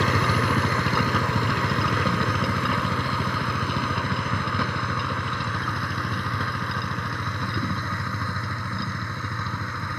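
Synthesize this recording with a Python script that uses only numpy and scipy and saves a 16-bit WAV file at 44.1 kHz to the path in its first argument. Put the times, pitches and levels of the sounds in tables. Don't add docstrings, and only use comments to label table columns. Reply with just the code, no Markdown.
import sys
import numpy as np
from scipy import signal
from scipy.io import wavfile
from scipy.ndimage import uniform_filter1d

SR = 44100
rng = np.random.default_rng(int(sys.argv[2]) if len(sys.argv) > 2 else 0)


def attenuation_scalar(level_db):
    decades = np.asarray(level_db, float) / 20
    return 10 ** decades


def inscribe(sig):
    pcm = np.round(np.clip(np.atleast_2d(sig).T, -1, 1) * 32767)
    wavfile.write(sys.argv[1], SR, pcm.astype(np.int16))


N = 440118

# time_s, heading (0 side on, 1 tail on, 2 phone turned, 3 far)
HEADING = [
    (0, 0),
    (2.2, 0.55),
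    (3.9, 1),
    (5.5, 1.5),
    (5.6, 2),
    (6.8, 2),
    (8.3, 3),
    (10, 3),
]
# time_s, firings_per_s
SPEED = [(0, 13.98), (.8, 14.092), (2, 14.088), (3.6, 14.201), (4.8, 13.989), (6.8, 13.903), (8.8, 13.591),
         (10, 13.69)]
# start_s, thud_db, knock_hz, knock_above_thud_db, rattle_jolt_db
CLODS = [(0.566, -15, 315, -2, -1), (0.787, -20, 272, -11, -15), (0.971, -21, 460, 4, 3),
         (1.146, -25, 503, -9, 4.5), (1.489, -14, 272, -4, -3), (1.97, -24, 480, 0, -3),
         (2.056, -15, 540, 4, 0), (2.137, -17, 315, -13, -15), (2.438, -22, 530, 5, -1),
         (2.692, -16, 366, -8, 1), (2.727, -26, 300, -8, 4.5), (3.719, -28, 536, -5, -4),
         (4.359, -21, 307, -3, -3), (4.589, -9.5, 268, -15, 9), (4.609, -22, 272, -6, 3),
         (4.63, -25, 490, -5, -6), (6.403, -25, 310, -13, 5), (6.908, -26, 270, -10, -4),
         (7.424, -16, 490, -8, 4.5), (7.572, -24, 333, 8, 2), (7.63, -23, 272, -13, -6),
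         (7.69, -24, 330, -7, -5), (8.132, -32, 323, -13, -11), (8.799, -19, 270, -14, 2), ]
SQUEAL_END_S = 1.15


def evened(x):
    return x / np.sqrt(np.mean(x ** 2) + 1e-20)


def along(rows, t):
    s, *columns = np.transpose(rows)
    return [np.interp(t, s, c) for c in columns]


def add(mix, s, sound):
    part = mix[max(round(s * SR), 0):][:len(sound)]
    part += sound[:len(part)]


def ring(hz, width, rise):
    t = np.arange(int(SR * min(.2, 3 / width))) / SR
    return np.sin(2 * np.pi * hz * t) * np.exp(-np.pi * width * t) * (1 - np.exp(-t / rise))


def filtered(x, order, hz, kind):
    return signal.sosfilt(signal.butter(order, hz, kind, fs=SR, output="sos"), x)


def smooth(x, bands, frames):
    return uniform_filter1d(uniform_filter1d(x, size=bands, axis=0), size=frames, axis=1)


def crank():
    start_cycles = -1.129
    s = np.arange(-SR // 2, N + SR // 2) / SR
    turns = np.cumsum(along(SPEED, s)[0]) / SR
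    return s, turns - turns[SR // 2] + start_cycles


def loudness(part, t):
    near_m = 10
    # time_s, distance_m
    distance = [(0, 9.4), (1, 11.7), (2, 12.85), (3.3, 16.3), (4.3, 17.8), (5.1, 19), (5.8, 19.4),
                (7.2, 22.7), (8.0, 22.8), (8.9, 29.3), (9.98, 27.7)]
    facing = {"exhaust": (-24, -23.5, -23.7, -23), "churn": (-33.5, -32, -33.5, -28.5),
              "casing": (-25.5, -24.5, -24.5, -24.5), "gears": (-37, -35.5, -37, -37),
              "valves": (-49.5, -49, -49.5, -47.5), "hiss": (-55.5, -54.5, -54.5, -56)}
    heading, = along(HEADING, t)
    return attenuation_scalar(np.interp(heading, range(4), facing[part])) * near_m / along(distance, t)[0]


def exhaust(t, uneven_db=.9, tail_db=1.2, detune=.011, jitter=.004):
    # place_0_to_1, ring_hz, width_hz, level_db
    kicks = [
        (-.062, 214, 134, -14),
        (-.005, 60, 92, 0),
        (.288, 60, 92, -15),
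        (.306, 107, 5, -28),
        (.451, 62, 139, -18),
        (.755, 94, 9, -22),
    ]
    early_s = .5
    out = np.zeros(N + SR)
    s, count = np.array(crank())[:, ::441]
    chance = rng.standard_normal((143, len(kicks), 2))
    for firing, luck in zip(range(-3, 140), chance):
        for (place, hz, width, db), (strong, sharp) in zip(kicks, luck):
            start = np.interp(firing + place + jitter * luck[0, 1], count, s) + early_s
            spread_db = uneven_db if db == 0 else tail_db
            kick = ring(hz * (1 + detune * sharp), width, .005)
            add(out, start, -attenuation_scalar(db + spread_db * strong) * kick)
    out = filtered(out, 4, 106, "high")
    out = filtered(out, 2, 54, "high")
    revs_db = 3 * (along(SPEED, t)[0] - 14)
    return loudness("exhaust", t) * attenuation_scalar(revs_db) * evened(out[SR // 2:][:N])


def jolts():
    power, t = np.zeros(N), np.arange(SR // 8) / SR
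    for s, *_, jolt_db in CLODS:
        add(power, s, attenuation_scalar(2 * jolt_db) * np.exp(-t / 0.015) * np.minimum(t / 0.0031, 1))
    return power


def beat(turns, part, length, uneven_db=3.0, jolt_db=0):
    # place_0_to_1, casing_db, gears_db, valves_db, hiss_db
    blows = [
        (-.12, -2.5, -8, -10, -6),
        (-.035, -4, 7, 5, 2),
        (.19, -4, 2.5, 1, 0),
        (.28, -17, -1.5, 0, -2),
        (.55, -14, 0.5, 1.5, 4.5),
        (.74, -2.5, 0, -2, 0),
    ]
    power = 1 + attenuation_scalar(2 * jolt_db) * jolts()[::8]
    turns = turns[::8]
    for row in blows:
        since = turns - row[0] + 3
        luck = attenuation_scalar(uneven_db * rng.standard_normal(150))[since.astype(int)]
        rise = np.minimum(since % 1 / 0.02, 1)
        power += luck * attenuation_scalar(2 * row[part]) * np.exp(-(since % 1) / length) * rise
    return np.repeat(np.sqrt(power), 8)[:N]


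def rattle(colours, level, part, grit_db, patchy_db, streaks_db=0.0):
    edges_hz = [200, 2400, 5800, 9300, 15600]
    grit = attenuation_scalar(grit_db * np.minimum(rng.exponential(1, N), 6)) * (rng.random(N) < 2500 / SR)
    grit = evened(grit * rng.choice([-1., 1.], N))
    drive = (grit + rng.standard_normal(N)) * level
    hz, t, z = signal.stft(drive, SR, nperseg=1024, noverlap=768)

    heading, = along(HEADING, t)
    inside = (hz >= edges_hz[part - 1]) & (hz < edges_hz[part])
    log_gain = 0
    for k, colour in enumerate(colours):
        f, db = np.transpose(colour)
        shape = attenuation_scalar(np.interp(np.log(hz + 1), np.log(f), db)) * inside + 1e-6
        share = np.clip(1 - abs(np.clip(heading, 0, 3) - k), 0, 1)
        log_gain = log_gain + np.log(evened(shape))[:, None] * share

    patches = evened(smooth(rng.standard_normal(z.shape), 10, 16))
    streaks = evened(smooth(rng.standard_normal((513, len(t) // 16 + 1)), 3, 8))
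    streaks = uniform_filter1d(np.repeat(streaks, 16, axis=1), size=16, axis=1)[:, :len(t)]
    z = z * np.exp(log_gain) * attenuation_scalar(patchy_db * patches + streaks_db * streaks)
    return evened(signal.istft(z, SR, nperseg=1024, noverlap=768)[1][:N])


def sheets(modes, level, per_s):
    knocks = rng.standard_normal(N) * (rng.random(N) < per_s / SR) * level
    out = np.zeros(N)
    for hz, width, db in modes:
        out += attenuation_scalar(db) * evened(signal.oaconvolve(knocks, ring(hz, width, 0.0013))[:N])
    return out


def casing_rattle(t, turns):
    # pitch_hz, density_db (per Hz)
    casing_colours = [
        [(140, -28), (240, -1), (285, -5), (499, -3), (647, -9), (785, -23), (898, -6.5), (1060, -2), (1220, -4.5), (1360, -7.5), (2100, -5), (2400, -23), (3120, -49), (5280, -120)],
        [(140, -21), (240, -4), (416, -12), (499, -6.5), (654, -12), (777, -31.5), (925, -6.5), (1230, -1), (1350, -7), (1650, -9), (1780, -12), (2400, -17), (3120, -43), (5280, -120)],
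        [(140, -32), (240, -9), (308, -1.5), (367, -14.5), (499, -7.5), (785, -22), (916, -8.5), (1210, 0.5), (1320, -7), (1500, -4), (1980, -9), (2400, -24.5), (3120, -52), (5280, -120)],
        [(140, -42), (240, -35), (300, -3), (408, -28), (480, -12.5), (641, -13), (777, -40), (907, -9), (1250, -1.5), (1450, -7), (1960, -7), (2400, -22.5), (3120, -56), (5280, -120)],
    ]
    # pitch_hz, width_hz, level_db
    panels = [(1240, 22, -8), (499.7, 31, -18.5), (1085, 22, -13.5), (1564, 38, -13.5)]
    level = beat(turns, part=1, length=0.14)
    noise = rattle(casing_colours, level, part=1, grit_db=1.5, patchy_db=1.0, streaks_db=0.76)
    return loudness("casing", t) * (noise + sheets(panels, level, per_s=300))


def gear_rattle(t, turns):
    # pitch_hz, density_db (per Hz)
    gear_colours = [
        [(1410, -21), (2400, -3), (2770, -3.5), (2920, -8), (3280, -4.5), (3560, -16.5), (4080, -8), (4280, -0.5), (4750, -18), (4860, -16), (5150, -11), (5800, -10), (7540, -44), (12800, -120)],
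        [(1410, -36), (2400, -5), (2820, -1), (3220, -3.5), (3500, -12.5), (3890, -3), (4240, -5), (4600, -18), (5060, -3), (5330, -8.5), (5690, -27), (5800, -24), (7540, -49), (12800, -120)],
        [(1410, -36), (2400, 0), (2870, 0), (3270, 1), (3560, -8), (3660, -3), (3880, 6), (4650, -9), (4840, -2), (5130, 6), (5430, -8), (5800, -3), (7540, -41), (12800, -120)],
        [(1410, -42), (2400, -2.5), (3000, -9), (3260, -6), (3470, -18.5), (3840, 2.5), (4070, 6.5), (4550, -9), (5000, 3), (5170, 2.5), (5410, -3), (5800, -16), (7540, -46), (12800, -120)],
    ]
    # pitch_hz, width_hz, level_db
    guards = [(5050, 69, -14), (2810, 41, -16.5), (3798, 51, -12), (4034, 99, -9.5)]
    level = beat(turns, part=2, length=0.081)
    noise = rattle(gear_colours, level, part=2, grit_db=2.0, patchy_db=1.33, streaks_db=1.5)
    return loudness("gears", t) * (noise + sheets(guards, level, per_s=320))


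def valve_seat(turns, place=0.5, hz=7250, uneven_db=4.5):
    shuts = np.diff(np.floor(turns - place), prepend=np.floor(turns[0] - place))
    luck = attenuation_scalar(uneven_db * rng.standard_normal(150))[(turns - place + 3).astype(int)]
    return evened(signal.oaconvolve(shuts * luck, ring(hz, 90, .0006))[:N])


def valve_rattle(t, turns):
    # pitch_hz, density_db (per Hz)
    valve_colours = [
        [(3410, -31), (5800, -7), (6290, 3.5), (6690, -13), (6930, -4), (7170, -3), (7710, -10.5), (9300, -13), (12100, -43), (20500, -120)],
        [(3410, -35), (5800, -11), (5950, 1.5), (6230, 3), (6360, -3.5), (6590, -28), (6790, -13), (7400, -4), (7970, -12), (8750, -6), (9300, -14), (12100, -44), (20500, -120)],
        [(3410, -31), (5800, -9), (6290, 8), (6520, -9), (6630, -30), (6790, -15), (7370, -8), (8310, -9), (8640, -5), (9080, -21), (9300, -19), (12100, -49), (20500, -120)],
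        [(3410, -37), (5800, -7), (5970, -8), (6190, 5), (6480, 4.5), (6650, -18), (6790, -16), (7210, -2), (7740, -15), (8760, -4.5), (9300, -36), (12100, -54), (20500, -120)],
    ]
    level = beat(turns, part=3, length=0.06, jolt_db=-4)
    noise = rattle(valve_colours, level, part=3, grit_db=-0.5, patchy_db=1.5, streaks_db=2.0)
    return loudness("valves", t) * (noise + attenuation_scalar(-17.5) * valve_seat(turns))


def screen(t):
    from_s, close_s, until_s, open_s, screen_db = 3.2, 0.91, 5.65, .15, -5.5
    slip_db = 2
    hidden = np.clip(np.minimum((t - from_s) / close_s, (until_s - t) / open_s), 0, 1)
    return attenuation_scalar(screen_db * hidden + slip_db * np.clip((SQUEAL_END_S - t) / .6, 0, 1))


def engine_hiss(t, turns):
    # pitch_hz, density_db (per Hz)
    hiss_colours = [
        [(5470, -33), (9300, -11), (10400, -2), (11300, 0), (11700, -3), (12000, -7), (12400, -5), (13000, -16), (14400, -9), (15100, 2), (15500, -10)],
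        [(5470, -31), (9300, -4), (9890, -4), (10400, -14), (10900, -2), (11400, -5.5), (12200, -13), (12600, -17), (13100, -18), (14900, -7), (15500, -12)],
        [(5470, -41), (9300, -14), (9690, -1), (10200, 0), (11100, -5), (12300, -4), (13500, -13), (14000, -19), (14700, -11), (15500, -11)],
        [(5470, -43), (9300, -11), (9500, -14), (9810, -3), (10500, 1.5), (11400, -5), (11900, -3), (12500, 0), (13800, -14), (14800, -7), (15500, -9)],
    ]
    level = beat(turns, part=4, length=.05, uneven_db=5.0, jolt_db=-6)
    noise = rattle(hiss_colours, level, part=4, grit_db=1.5, patchy_db=1.9, streaks_db=2.0)
    return loudness("hiss", t) * screen(t) * noise


def rumble(t, turns, low_hz=135, high_hz=260):
    # middle_s, half_width_s, boost_db
    hard = [(.57, 0.053, 5.5), (1.03, 0.049, 8.5), (1.45, 0.049, 5), (1.75, 0.092, 5), (2.12, 0.082, 10.5),
            (2.47, 0.043, 7), (2.722, .05, 6), (3.81, 0.05, 9.5), (4.1, .05, 6), (4.383, 0.043, 9),
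            (4.61, .04, 5), (6.14, 0.058, 5), (7.434, 0.025, 10), (7.65, 0.079, 12.5), (7.86, 0.081, 4.5),
            (8.89, 0.12, 5)]
    lumps = rng.standard_normal(N) * (rng.random(N) < 700 / SR)
    lumps *= 1.2 + np.exp(-((turns + .15) % 1) / .2)
    soil = filtered(lumps, 3, [low_hz, high_hz], "band")
    frame = signal.oaconvolve(lumps, ring(193.7, 17, 0.0058))[:N]
    hard_db = sum(db * np.clip(1 - abs(t - s) / (2 * half), 0, 1) for s, half, db in hard)
    return loudness("churn", t) * attenuation_scalar(hard_db - 4.5) * (evened(soil) + attenuation_scalar(-3) * evened(frame))


def struck(rows, width, bounce_s, spread, gain_db, count=4):
    out = np.zeros(N)
    for (s, db, hz), luck in zip(rows, rng.uniform(-1.013, 1, (len(rows), count, 2))):
        for k, (late, sharp) in enumerate(luck):
            at = s - .001 + bounce_s * (k + .5 * late * (k > 0))
            tone = ring(hz * (1 + spread * sharp * (k > 0)), width, .5 / hz)
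            add(out, at, attenuation_scalar(db + gain_db - 4.1 * k) * tone)
    return out


def loose_metal():
    # start_s, peak_db, pitch_hz
    bangs = [(0.3077, -17, 1070), (0.388, -23, 1080), (0.5222, -15, 1110), (0.6404, -12.5, 1035),
             (0.7487, -14, 1090), (0.7831, -13, 1080), (0.8505, -18, 1050), (0.9737, -9, 1240),
             (1.1543, -9, 1220), (1.264, -15, 1060), (1.4586, -19, 1260), (1.498, -16, 1240),
             (1.8442, -12, 1230), (1.928, -18, 1160), (1.9674, -14, 1240), (2.0213, -19, 1220),
             (2.0622, -18, 1240), (2.1415, -25, 1160), (2.3461, -13, 1240), (2.4164, -13, 1240),
             (2.4848, -22, 1030), (2.5406, -15, 1240), (2.5795, -18, 1250), (2.6519, -14, 1220),
             (2.831, -16, 1120), (2.8769, -18, 1180), (2.9113, -14, 1240), (2.9542, -15.5, 1220),
             (3.0899, -13.5, 1120), (3.1413, -17, 1210), (3.1901, -19, 1245), (3.253, -18, 1060),
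             (3.3682, -13, 1230), (3.4022, -18, 1250), (3.7204, -17, 1220), (3.9, -23, 1230),
             (4.1076, -19, 1250), (4.3216, -17, 1240), (4.4618, -21, 1210), (4.5296, -26, 1100),
             (4.594, -21, 1040), (4.793, -19, 1100), (4.8599, -17.5, 1240), (5.0699, -15, 1280),
             (5.1761, -19, 1240), (5.3223, -20, 1230), (5.6775, -14, 1240), (5.7593, -20, 1440),
             (5.8282, -16, 1230), (5.9988, -24, 1250), (6.9022, -19, 1150), (7.1581, -20, 1470),
             (7.1881, -21, 1250), (7.6969, -24, 1230), (7.7648, -20, 1090), (7.8745, -20, 1210),
             (8.1324, -14.5, 1240), (8.2232, -26, 1240), (8.5016, -20, 1230), (9.394, -18, 1250)]
    # start_s, peak_db, pitch_hz
    clatter = [(0.0207, -18.5, 3800), (0.0648, -28, 2570), (0.2942, -20, 4170), (0.3177, -26, 4160),
               (0.345, -20, 2840), (0.4379, -29, 4100), (0.4778, -23, 2720), (0.5082, -34, 2870),
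               (0.8485, -29, 2510), (0.8829, -19, 2610), (1.0894, -25, 2840), (1.1478, -24, 3110),
               (1.1644, -21, 2830), (1.2989, -26, 2490), (1.4726, -22, 2840), (1.5728, -27, 3960),
               (1.9714, -27, 2690), (2.0258, -21, 2640), (2.0702, -25, 4060), (2.2189, -27, 3830),
               (2.2653, -26, 2930), (2.3555, -27, 3180), (2.6873, -24, 2880), (2.7194, -21, 2880),
               (2.8474, -27, 3000), (2.9906, -31, 3890), (3.046, -32, 3990), (3.1263, -41, 3870),
               (3.693, -26, 3960), (3.71, -22, 2850), (3.7673, -28, 3880), (3.9619, -29, 2860),
               (4.5461, -30, 3860), (4.592, -26, 3920), (5.2794, -23, 2840), (5.3313, -24, 3900),
               (5.4745, -30, 4010), (5.9194, -26, 2840), (6.554, -38, 4170), (6.6682, -38, 3920),
               (6.9122, -32, 3820), (7.234, -33, 3870), (7.788, -29, 4140), (8.0721, -37, 4000),
               (8.9206, -28, 3970), (9.0164, -27, 4000), (9.4654, -33, 4190)]
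    # start_s, peak_db, pitch_hz
    stones = [(0.132, -19, 334), (0.359, -19, 342), (0.485, -17, 409), (0.561, -12, 231), (0.638, -23, 231),
              (0.785, -18, 234), (0.964, -16, 473), (1.038, -17, 253), (1.354, -23, 242), (1.429, -24, 230),
              (1.679, -25, 487), (1.769, -18, 245), (1.829, -16, 313), (1.923, -30, 231), (1.971, -18, 482),
              (2.054, -22, 234), (2.137, -27, 231), (2.441, -24, 528), (2.619, -31, 326), (2.691, -19, 237),
              (2.835, -26, 231), (3.08, -25, 231), (3.54, -30, 231), (3.678, -19, 328), (4.115, -26, 231),
              (4.164, -28, 248), (4.356, -16, 231), (4.424, -28, 231), (4.589, -18, 237), (5.042, -28, 242),
              (5.642, -25, 250), (5.9, -26, 297), (6.281, -22, 263), (7.41, -29, 231), (7.575, -24, 248),
              (7.919, -22, 234)]
    panel = struck(bangs, 59, .006, 0.068, gain_db=-4.5)
    guard = struck(clatter, 118, .004, 0.1, gain_db=-3)
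    frame = struck(stones, 49, .009, 0.12, gain_db=-5.5)
    return panel + guard + frame


def clods():
    # start_s, peak_db, pitch_hz
    pin = [(5.6326, -34, 3170), (5.7778, -42, 3200), (6.4063, -39, 3180), (7.7573, -43, 3200),
           (8.8079, -42, 3140)]
    out = np.zeros(N)
    for s, db, hz, knock_db, _ in CLODS:
        add(out, s, -attenuation_scalar(db - 3.0) * ring(202, 54, 0.001))
        add(out, s, attenuation_scalar(db + knock_db - 5.5) * ring(hz, 40, 0.0015))
    for s, db, hz in pin:
        add(out, s, attenuation_scalar(db + 3.5) * ring(hz, 30, .002))
    return filtered(out, 2, 90, "high")


def plate(bounce_s=0.0059, bounce_db=-5, spread=0.031):
    # start_s, peak_db, low_ring_db, middle_ring_db
    clinks = [(0.2399, -27.5, 6, 0), (0.6205, -29, 5, -4), (0.6714, -34, -1, -7), (0.9537, -23, 2, -4),
              (0.989, -25.5, 7, 0), (1.6965, -22, -2, -10), (1.8138, -24, 2, -19), (1.8791, -24.5, 5, -12),
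              (2.4394, -21.5, 1, -6), (2.654, -25.5, 3, -1), (3.5533, -38, -5, -2), (4.1654, -32, 9, -2),
              (4.4747, -29, -11, -9), (4.9945, -26, 2, -3), (5.0464, -33, -9, -8), (5.1557, -44, -3, -9),
              (5.5847, -36, -13, -10), (6.135, -31, -2, -1), (6.1739, -31, -1, -5), (6.5206, -32, -14, -11),
              (6.7121, -22.5, -6, -6), (6.7805, -30, -4, -7), (6.8176, -25, -6, -2), (7.5028, -36, -19, 2),
              (7.5403, -26, -1, -2), (8.7849, -25, -21, -6), (8.8209, -21.5, -15, -8),
              (9.1476, -44, -19, -9)]
    # pitch_hz, t60_s
    plate_rings = [(5046, 0.039), (2820, 0.035), (3770, 0.072)]
    out = np.zeros(N)
    for (s, db, *others), luck in zip(clinks, rng.uniform(-1, 1, (len(clinks), 3, 3))):
        for (hz, t60), rel_db, sharps in zip(plate_rings, [0, *others], luck):
            width = np.log(1000) / np.pi / t60
            for k, sharp in enumerate(sharps):
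                tone = ring(hz * (1 + spread * sharp * (k > 0)), width, rise=0.00039)
                at = s + k * bounce_s * (1 + .3 * luck[0, k])
                add(out, at, attenuation_scalar(db + rel_db - 4.5 + k * bounce_db) * tone)
    return out


def squeal(t, hz=10170, width_hz=500):
    top_db, top_s, swell_db_per_s, grip_db_per_s = -51, 0.37, 28, 22
    db = top_db - np.maximum(swell_db_per_s * (top_s - t), grip_db_per_s * (t - top_s))
    fuzz = filtered(rng.standard_normal(N), 2, width_hz / 2, "low")
    fade = np.clip((SQUEAL_END_S - t) / 0.4, 0, 1)
    return attenuation_scalar(db) * fade * evened(fuzz * np.sin(2 * np.pi * hz * t))


def breeze(low_hz=22, top_hz=80):
    return attenuation_scalar(-57) * evened(filtered(rng.standard_normal(N), 2, [low_hz, top_hz], "band"))


def scene():
    t = np.arange(N) / SR
    turns = crank()[1][SR // 2:][:N]
    mix = exhaust(t) + rumble(t, turns)
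    mix += casing_rattle(t, turns) + gear_rattle(t, turns)
    mix += valve_rattle(t, turns) + engine_hiss(t, turns)
    mix += loose_metal() + clods() + plate() + squeal(t) + breeze()
    return mix[None]


def low_pass(x):
    return signal.sosfilt(signal.butter(12, 16720, fs=SR, output="sos"), x)


def record(dry):
    top_cut = signal.firwin(511, 15510, window=("kaiser", 9), fs=SR)
    mix = signal.oaconvolve(dry, top_cut[None], "same")
    return low_pass(mix)


dry = scene()
out = record(dry)
inscribe(out)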